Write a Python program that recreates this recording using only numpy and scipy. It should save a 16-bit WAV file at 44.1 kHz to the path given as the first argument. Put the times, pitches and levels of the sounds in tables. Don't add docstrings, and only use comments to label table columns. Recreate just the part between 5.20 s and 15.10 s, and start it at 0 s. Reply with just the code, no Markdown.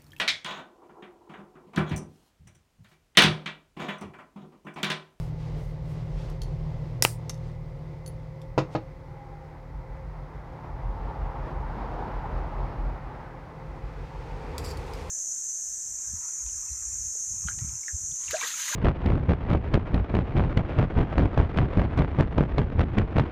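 import sys
import numpy as np
from scipy import signal
from scipy.fft import rfft, irfft, next_fast_len
from scipy.io import wavfile
from scipy.ndimage import uniform_filter1d, map_coordinates

SR = 44100
rng = np.random.default_rng(int(sys.argv[2]) if len(sys.argv) > 2 else 0)


def pcm_store(signal):
    levels = np.round(np.clip(np.atleast_2d(signal), -1, 1) * 32767)
    wavfile.write(sys.argv[1], SR, levels.astype(np.int16).T)


N = 436590
TIME = np.arange(N) / SR
HALF_SECOND = SR // 2

# (frequency [Hz], density [dB per Hz])
RUSH_COLOUR = [(200, 9), (500, 11.5), (1500, 2.5), (3000, 0.5), (6500, -3.5), (9000, -6.5), (15000, -8)]
RUMBLE_COLOUR = [(24, -18), (33, -4), (43, 3.5), (54, 0), (66, -8.5), (80, -6), (130, -12.5), (165, -13.5),
                 (210, -28), (500, -56.5), (3000, -95)]
TYRE_COLOUR = [(70, 7.5), (240, 1.5), (500, 0), (660, 0.5), (860, 2), (1300, -7), (1700, -16),
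               (2400, -22.5), (3000, -27.5), (5000, -34.5), (8000, -53), (15000, -57.5)]
DRONE_COLOUR = [(52, -1.5), (60, 11.5), (71, 19.5), (92, 10.5), (200, -0.5), (330, 0), (490, 8),
                (600, -9.5), (830, -1.5), (1500, -10.5), (2550, -12.5), (2900, -20.5), (5000, -25),
                (15000, -49)]
HISS_COLOUR = [(700, -12.5), (1300, 3.5), (2000, -3), (2700, -14.5), (3300, -20.5), (5000, -31),
               (8000, -48.5)]
AIR_COLOUR = [(100, -0.5), (200, -3), (300, -4.5), (510, 6), (600, -4), (850, 1), (1100, -3), (1530, -17.5),
              (2050, -6), (2800, -23.5), (5000, -23.5), (8000, -34), (15500, -38)]
STEEL_COLOUR = [(2500, -20.5), (4900, -2), (6500, -7), (8000, 0.5), (9100, 3.5), (10500, -2), (13000, -7.5),
                (15500, -7.5)]
GRIND_COLOUR = [(300, -6), (2800, -17), (4900, -0.5), (6400, -8), (7700, -1.5), (9200, 2), (11000, -6),
                (15500, -10.5)]
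KNOCK_COLOUR = [(70, -25), (140, -11), (230, -14), (380, -1.5), (540, -0.5), (850, -2.5), (1250, -3.5),
                (1600, -13), (2100, -13), (2600, -14), (3200, -19), (4200, -18), (6500, -26), (9000, -42),
                (15000, -50)]
WASH_COLOUR = [(60, -4.0), (100, -7.5), (140, 6.0), (165, -4), (200, -15.5), (480, -14.5),
               (700, -19.5), (1500, -34.5), (5000, -42.5), (12000, -65.5)]
HOWL_COLOUR = [(600, -25.5), (800, 0.0), (930, -1.5), (1100, -11.0), (1600, -35.5), (6000, -70)]

# (frequency [Hz], level [dB], T60 [s])
LEAD_BREAK_MODES = [(923, -22.5, 0.014), (1990, -18.5, 0.03), (4970, -2, 0.0064), (5650, -2.5, .011),
                    (6800, -10.5, 0.0053), (9260, -7.5, 0.0051), (10300, -11.5, 0.012),
                    (11910, -14.5, .012), (14000, -13.5, 0.0083)]
HOUSING_MODES = [(495, -15, 0.016), (920, -4, 0.006), (1280, -11, .0055), (2050, -21, .01),
                 (2750, 0.5, 0.0036), (4100, -10, .0035), (5900, -7.5, .002), (9940, -9, .002),
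                 (13500, -13, .002)]
JAW_MODES = [(517, -9.5, .02), (1130, -10, .016), (2030, -11, .022), (2940, -14, .015), (3700, -6, 0.015),
             (4500, -9, .014), (5330, -2, 0.02), (5850, -5, 0.02), (6309, -2.5, 0.028), (10000, -15, .012)]
LEAD_MODES = [(3300, -3, 0.016), (4560, 1.5, 0.035), (5300, -7, .016), (5600, -3, .012), (6500, -3, 0.019),
              (7360, -6, 0.018), (9500, -13, 0.028), (10900, -12, 0.032), (13700, -20, .06)]
WIRE_END_MODES = [(4440, 1, 0.035), (6260, 0, 0.014), (7160, -6, 0.013), (9340, -8, .04),
                  (9590, -10, 0.056), (10240, -6, 0.075), (10360, -10, 0.082), (10400, -14, .05),
                  (11480, -13, .035), (14030, -22, .11)]
BENCH_MODES = [(110.6, -17, 0.26), (140.4, -8.5, 0.24), (191, -16, 0.23), (319, -8.5, 0.17),
               (370, -10.5, 0.063), (505, -3, 0.064), (534, 0.5, .05), (635, -4, 0.022), (840, -14, 0.072),
               (877, -12.5, 0.055), (1020, -14, 0.06), (1280, -11, 0.035), (1950, -27, .05),
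               (2560, -30, 0.041)]
BLOW_MODES = [(530, 6, 0.013), (1240, -3.5, 0.0081)]
SCRAPED_WIRE_MODES = [(4690, 1.5, 0.0096), (4944, 2, 0.005), (5600, -4, 0.0066), (7350, -6, .006),
                      (9000, -17, .004), (12400, -12, .004)]

# (multiple of firing rate, level [dB], change under load [dB])
IDLE_ORDERS = [(1, -8.5, -4), (2, -9.5, -4.5), (3, -3, 6), (3.5, -9.5, 0), (4, -1.5, -4.5)]
# (multiple of the note, level [dB])
EXHAUST_ORDERS = [(1, -2), (1.6, -12), (3, -15.5)]
# (frequency [Hz], level [dB])
FAN_TONES = [(275, -64.5), (354, -62), (529, -56), (884, -68), (1987, -75.5), (2025, -78.5), (2074, -78.5)]

# (middle [s], half length [s], level [dB], treble edge [Hz])
STROKES_AND_SWELLS = [(0, 0.076, -54, 13000), (0.252, 0.065, -52.5, 5500), (0.443, 0.08, -58.5, 13500),
                      (0.702, 0.05, -57.5, 13000), (0.79, .05, -57.5, 5500), (1.02, 0.098, -49, 5900),
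                      (2.275, 0.067, -56.5, 6500), (3.54, 0.029, -52.5, 6990), (6.289, 0.037, -36, 1100),
                      (6.79, .04, -37.5, 1000), (8.72, 0.18, -61, 4000), (9.04, 0.2, -55, 4500),
                      (9.8, 0.25, -48, 8600)]
# (start [s], end [s], attack [s], level [dB], note [Hz], beat [Hz])
EXHAUSTS = [(-0.2, 1.5, 0.26, -38, 40.2, 6.5), (4.49, 5.34, .05, -40.5, 45.9, 6.6),
            (5.41, 6.38, 0.068, -34, 43.96, 5.6), (6.38, 7.1, 0.058, -38, 42.98, 5.8),
            (6.8, 7.67, 0.27, -31, 42.55, 4.03), (8.42, 10, 0.11, -40.5, 45.97, 6.3)]
# (nearest [s], time to cover their distance from the house [s], tyres [dB], drone [dB])
PASSES = [(6.8, 1.08, -37, -63), (9.6, 0.74, -50.5, -39), (9.4, .27, -47, -42.5)]
# (time [s], level [dB], pitch ratio, ring length ratio)
TICKS = [(1.1002, -48, 1.2, 0.22), (1.218, -38.5, 0.96, 0.91), (1.234, -46, 1.02, 0.37),
         (3.217, -50.5, 0.77, 0.47), (9.381, -28.5, 1.04, 0.39), (9.391, -46, 1.2, 0.3),
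         (9.4467, -41, 1.1, .6), (9.5725, -39.5, 0.98, 0.33), (9.7355, -40.5, 1.1, 0.4),
         (9.752, -47, 1.08, .3)]
# (time [s], level [dB], tilt [dB per octave])
BOUNCES = [(2.862, -43.5, -1), (2.8766, -48, 6.5)]
# (time [s], level [dB])
SNIPS = [(1.8237, -4.5)]
# (time [s], level [dB])
OFFCUTS = [(1.8502, 1)]
# (time [s], level [dB])
RELEASES = [(2.0951, -29.5), (2.0975, -39.5), (2.0997, -39), (2.107, -51), (2.143, -50), (2.177, -60)]
# (time [s], level [dB], treble edge [Hz])
KNOCKS = [(3.3779, -12.5, 10960), (3.3916, -26.5, 9000), (3.4153, -32.5, 3000), (3.5501, -18.5, 4050),
          (3.5746, -34, 1500)]

IDLE_HZ = 38.83
LOAD_S, LOAD_HALF_S = 1.87, 0.17
IDLE_DB, IDLE_LEAVES_S, IDLE_FADE_DB_PER_S, IDLE_FAR_DB = -33.5, 1.63, 4.5, -45
STREET_RUMBLE_DB = -46
EXHAUST_RELEASE_S, THROB_DB, BEAT_DEPTH = 0.18, 1, .75
FALL_DB_PER_DOUBLING = 13
HISS_DB, HISS_NEAREST_S, HISS_CROSSING_S, HISS_SURGE_DB = -51.5, 7.07, 1.65, 0.96
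AIR_DB = -55
STILLED_S, STILLED_DECAY_S = 2.907, .008
CASE_BASS_HZ = 600
WHINE_HZ, WHINE_SAG_HZ_PER_S, WHINE_DB = 820, 50, -53
WHINE_START_S, WHINE_END_S, WHINE_ATTACK_S, WHINE_RELEASE_S = 3.78, 4.37, 0.3, 0.06
SCRAPE_MIDDLE_S, SCRAPE_SAG_PER_S = 9.47, 0.49
CHATTER_DB, SCRAPE_EASE_DB_PER_S = 1.3, 35
ROOM_T60_S, ROOM_TREBLE_T60_S = 0.2, .19
TOP_HZ = 15900


def amp(db):
    return 10 ** (np.asarray(db) / 20)


def unit(x):
    return x / np.std(x)


def walk(rate):
    hold = int(SR / rate)
    steps = np.repeat(rng.standard_normal(N // hold + 1), hold)
    smooth = uniform_filter1d(uniform_filter1d(steps, hold), hold)
    return 1.297 * smooth[:N]


def colour(x, points):
    hz, db = np.transpose(points)
    size = next_fast_len(len(x))
    f = np.maximum(np.fft.rfftfreq(size, 1 / SR), 1)
    gain = amp(np.interp(np.log(f), np.log(hz), db))
    gain = gain * np.minimum(f / hz[0], 1) ** 2
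    return unit(irfft(rfft(x, size) * gain, size)[:len(x)])


def noise(points, flicker_db):
    return colour(rng.standard_normal(N), points) * amp(flicker_db * walk(14))


def soften(x, hz):
    return signal.sosfilt(signal.butter(2, min(hz, .45 * SR), fs=SR, output="sos"), x)


def fade(t60):
    return np.exp(-np.log(1000) * TIME[:HALF_SECOND] / t60)


def ring(modes, pitch=1, length=1, tilt_db=0):
    t = TIME[:HALF_SECOND]
    total = 0
    for k, (hz, db, t60) in enumerate(modes):
        octaves = np.log2(hz / modes[0][0])
        gain = (-1) ** k * amp(db + tilt_db * octaves)
        total = total + gain * fade(t60 * length) * np.sin(2 * np.pi * hz * pitch * t)
    return total


def crack(db, t60):
    return amp(db) * fade(t60) * soften(rng.standard_normal(HALF_SECOND), hz=12056)


def place(sound, s, db):
    return amp(db) * np.pad(sound, (int(s * SR), N))[:N]


def slips(start, end, rate, edge):
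    gate = np.clip(np.minimum(TIME - start, end - TIME) / edge, 0, 1)
    happens = rng.random(N) < rate / SR
    return gate * rng.standard_normal(N) * happens * np.sqrt(SR / rate)


def tone(hz, spread_hz, rate):
    return np.sqrt(2) * np.sin(2 * np.pi * np.cumsum(hz + spread_hz * walk(rate)) / SR)


def swell(start, end, attack, release):
    return np.clip((TIME - start) / attack, 0, 1) * np.exp(-np.maximum(TIME - end, 0) / release)


def passing(nearest, crossing):
    distance = np.hypot(1, (TIME - nearest) / crossing)
    return amp(-FALL_DB_PER_DOUBLING * np.log2(distance))


def room(x, wet_db):
    scatter = soften(rng.standard_normal(HALF_SECOND), hz=13460)
    low = signal.sosfiltfilt(signal.butter(2, 5000, fs=SR, output="sos"), scatter)
    tail = low * fade(ROOM_T60_S) + (scatter - low) * fade(ROOM_TREBLE_T60_S)
    tail = tail * np.minimum(TIME[:HALF_SECOND] / 0.0033, 1)
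    return x + amp(wet_db) * signal.fftconvolve(x, tail / np.linalg.norm(tail))[:N]


def strokes_and_swells():
    rush = colour(slips(start=-1, end=11, rate=14000, edge=.01), RUSH_COLOUR) * amp(1.6 * walk(30))
    out = 0
    for s, half, db, hz in STROKES_AND_SWELLS:
        envelope = np.exp(-((TIME - s) / half) ** 2)
        out = out + amp(db) * envelope * soften(rush, hz)
    return out


def engine():
    phase = 2 * np.pi * np.cumsum(IDLE_HZ * (1 + .006 * walk(3))) / SR
    load = np.exp(-((TIME - LOAD_S) / LOAD_HALF_S) ** 2)
    tones = 0
    for k, db, load_db in IDLE_ORDERS:
        gain = amp(db + load_db * load + 1.7 * walk(7))
        tones = tones + gain * np.sin(k * phase + 2 * np.pi * rng.random())
    wash = noise(WASH_COLOUR, flicker_db=2.0)
    fallen_db = IDLE_FADE_DB_PER_S * np.maximum(TIME - IDLE_LEAVES_S, 0)
    level_db = np.maximum(IDLE_DB - fallen_db, IDLE_FAR_DB)
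    return amp(level_db) * (tones + amp(-7.0) * wash)


def exhausts():
    out = amp(STREET_RUMBLE_DB) * noise(RUMBLE_COLOUR, flicker_db=1.5)
    for start, end, attack, db, hz, beat_hz in EXHAUSTS:
        note = sum(amp(order_db) * tone(k * hz, spread_hz=1.8, rate=23) for k, order_db in EXHAUST_ORDERS)
        beat = 1 - BEAT_DEPTH * np.cos(2 * np.pi * beat_hz * (TIME - start))
        boom = note * beat + amp(-6.5) * noise(RUMBLE_COLOUR, flicker_db=1.16)
        level = amp(db + THROB_DB * walk(8))
        out = out + swell(start, end, attack, EXHAUST_RELEASE_S) * level * boom
    return out


def traffic():
    howl = noise(HOWL_COLOUR, flicker_db=1.82) * amp(-7.0 + 2.5 * walk(45))
    tyres = noise(TYRE_COLOUR, flicker_db=1.0) * amp(0.7 * walk(60)) + howl
    drone = noise(DRONE_COLOUR, flicker_db=0.0)
    hiss = noise(HISS_COLOUR, flicker_db=1.16) * amp(HISS_DB + HISS_SURGE_DB * walk(6))
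    hiss = hiss * passing(HISS_NEAREST_S, HISS_CROSSING_S)
    tyre_power, drone_power = 0, 0
    for nearest, crossing, tyre_db, drone_db in PASSES:
        near = passing(nearest, crossing)
        tyre_power = tyre_power + (amp(tyre_db) * near) ** 2
        drone_power = drone_power + (amp(drone_db) * near) ** 2
    return np.sqrt(tyre_power) * tyres + np.sqrt(drone_power) * drone + hiss


def fan():
    tones = sum(amp(db + 3.2 * walk(22)) * tone(hz, spread_hz=5, rate=35) for hz, db in FAN_TONES)
    return tones + amp(AIR_DB) * noise(AIR_COLOUR, flicker_db=0.0)


def leads():
    ticks, tinkle = 0, 0
    for s, db, pitch, length in TICKS:
        tick = ring(LEAD_MODES, pitch, length) + crack(db=-5, t60=0.034)
        ticks = ticks + place(tick, s, db)
    for s, db, tilt in BOUNCES:
        bounce = ring(WIRE_END_MODES, tilt_db=tilt) + crack(db=-5, t60=0.057)
        tinkle = tinkle + place(bounce, s, db)
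    stilled = np.exp(-np.maximum(TIME - STILLED_S, 0) / STILLED_DECAY_S)
    return room(ticks, wet_db=-9) + room(tinkle * stilled, wet_db=-16)


def snip():
    grip = np.exp(-(TIME[:HALF_SECOND] / .135) ** 6)
    steel = colour(rng.standard_normal(HALF_SECOND), STEEL_COLOUR)
    steel = steel * fade(t60=0.39) * grip
    snap = 0
    for s, db in SNIPS:
        fracture = ring(LEAD_BREAK_MODES) + crack(db=-6.0, t60=0.016)
        snap = snap + place(fracture + amp(-28.0) * steel, s, db)
    grind = colour(slips(start=1.826, end=1.851, rate=15000, edge=0.0046), GRIND_COLOUR)
    grind = grind * amp(3.2 * walk(250))
    grind = amp(0.5) * grind / np.linalg.norm(grind)
    return room(snap + grind, wet_db=-15.5)


def offcut():
    case = sum(ring([mode]) for mode in HOUSING_MODES)
    case = signal.sosfilt(signal.butter(1, CASE_BASS_HZ, "high", fs=SR, output="sos"), case)
    shake = soften(rng.standard_normal(HALF_SECOND), hz=1900) * fade(t60=0.12)
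    hits = sum(place(case + crack(db=-8.5, t60=.006) + amp(-21) * shake, s, db) for s, db in OFFCUTS)
    return room(hits, wet_db=-28)


def jaws():
    clicks = sum(place(ring(JAW_MODES) + crack(db=-2.5, t60=0.04), s, db) for s, db in RELEASES)
    return room(soften(clicks, hz=11900), wet_db=-14)


def bench():
    slide = soften(noise(KNOCK_COLOUR, flicker_db=2.0), hz=1100)
    out = amp(-49.5) * swell(start=3.42, end=3.51, attack=.03, release=0.028) * slide
    rattle = amp(2.2 * walk(300)[:HALF_SECOND])
    settling = np.minimum(TIME[:HALF_SECOND] / 0.0034, 1)
    for s, db, hz in KNOCKS:
        clatter = colour(rng.standard_normal(HALF_SECOND), KNOCK_COLOUR)
        clatter = clatter * fade(t60=0.091) * settling * rattle
        boom = soften(ring(BENCH_MODES) - ring(BLOW_MODES), hz=3500)
        out = out + place(boom + amp(-6.5) * soften(clatter, hz), s, db)
    return room(out, wet_db=-12)


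def wheel():
    pitch = WHINE_HZ - WHINE_SAG_HZ_PER_S * (TIME - WHINE_START_S)
    whine = tone(pitch, spread_hz=15.9, rate=130) * amp(3.1 * walk(50))
    return amp(WHINE_DB) * swell(WHINE_START_S, WHINE_END_S, WHINE_ATTACK_S, WHINE_RELEASE_S) * whine


def scrape():
    slide = amp(-9.0) * slips(start=9.412, end=9.56, rate=6500, edge=0.02)
    catch = slips(start=9.434, end=9.53, rate=8300, edge=0.012)
    since_middle = TIME - SCRAPE_MIDDLE_S
    easing_db = SCRAPE_EASE_DB_PER_S * np.clip(since_middle, -.1, .1)
    drag = (slide + catch) * amp(CHATTER_DB * walk(260) - easing_db)
    wire = ring(SCRAPED_WIRE_MODES)
    rung = signal.fftconvolve(drag, wire / np.linalg.norm(wire))[:N]
    read_s = TIME - SCRAPE_SAG_PER_S * since_middle ** 2 / 2
    rung = map_coordinates(rung, [read_s * SR])
    return room(amp(-47.5) * rung + amp(-48.5) * soften(drag, hz=11000), wet_db=-10)


def scene():
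    background = engine() + exhausts() + traffic() + fan() + wheel()
    handling = strokes_and_swells() + leads() + scrape()
    cutters = snip() + offcut() + jaws() + bench()
    return (background + handling + cutters)[None]


def record(dry):
    clipped = np.clip(dry, -1, 1)
    return signal.sosfilt(signal.ellip(8, .2, 70, TOP_HZ, fs=SR, output="sos"), clipped)


dry = scene()
out = record(dry)
pcm_store(out)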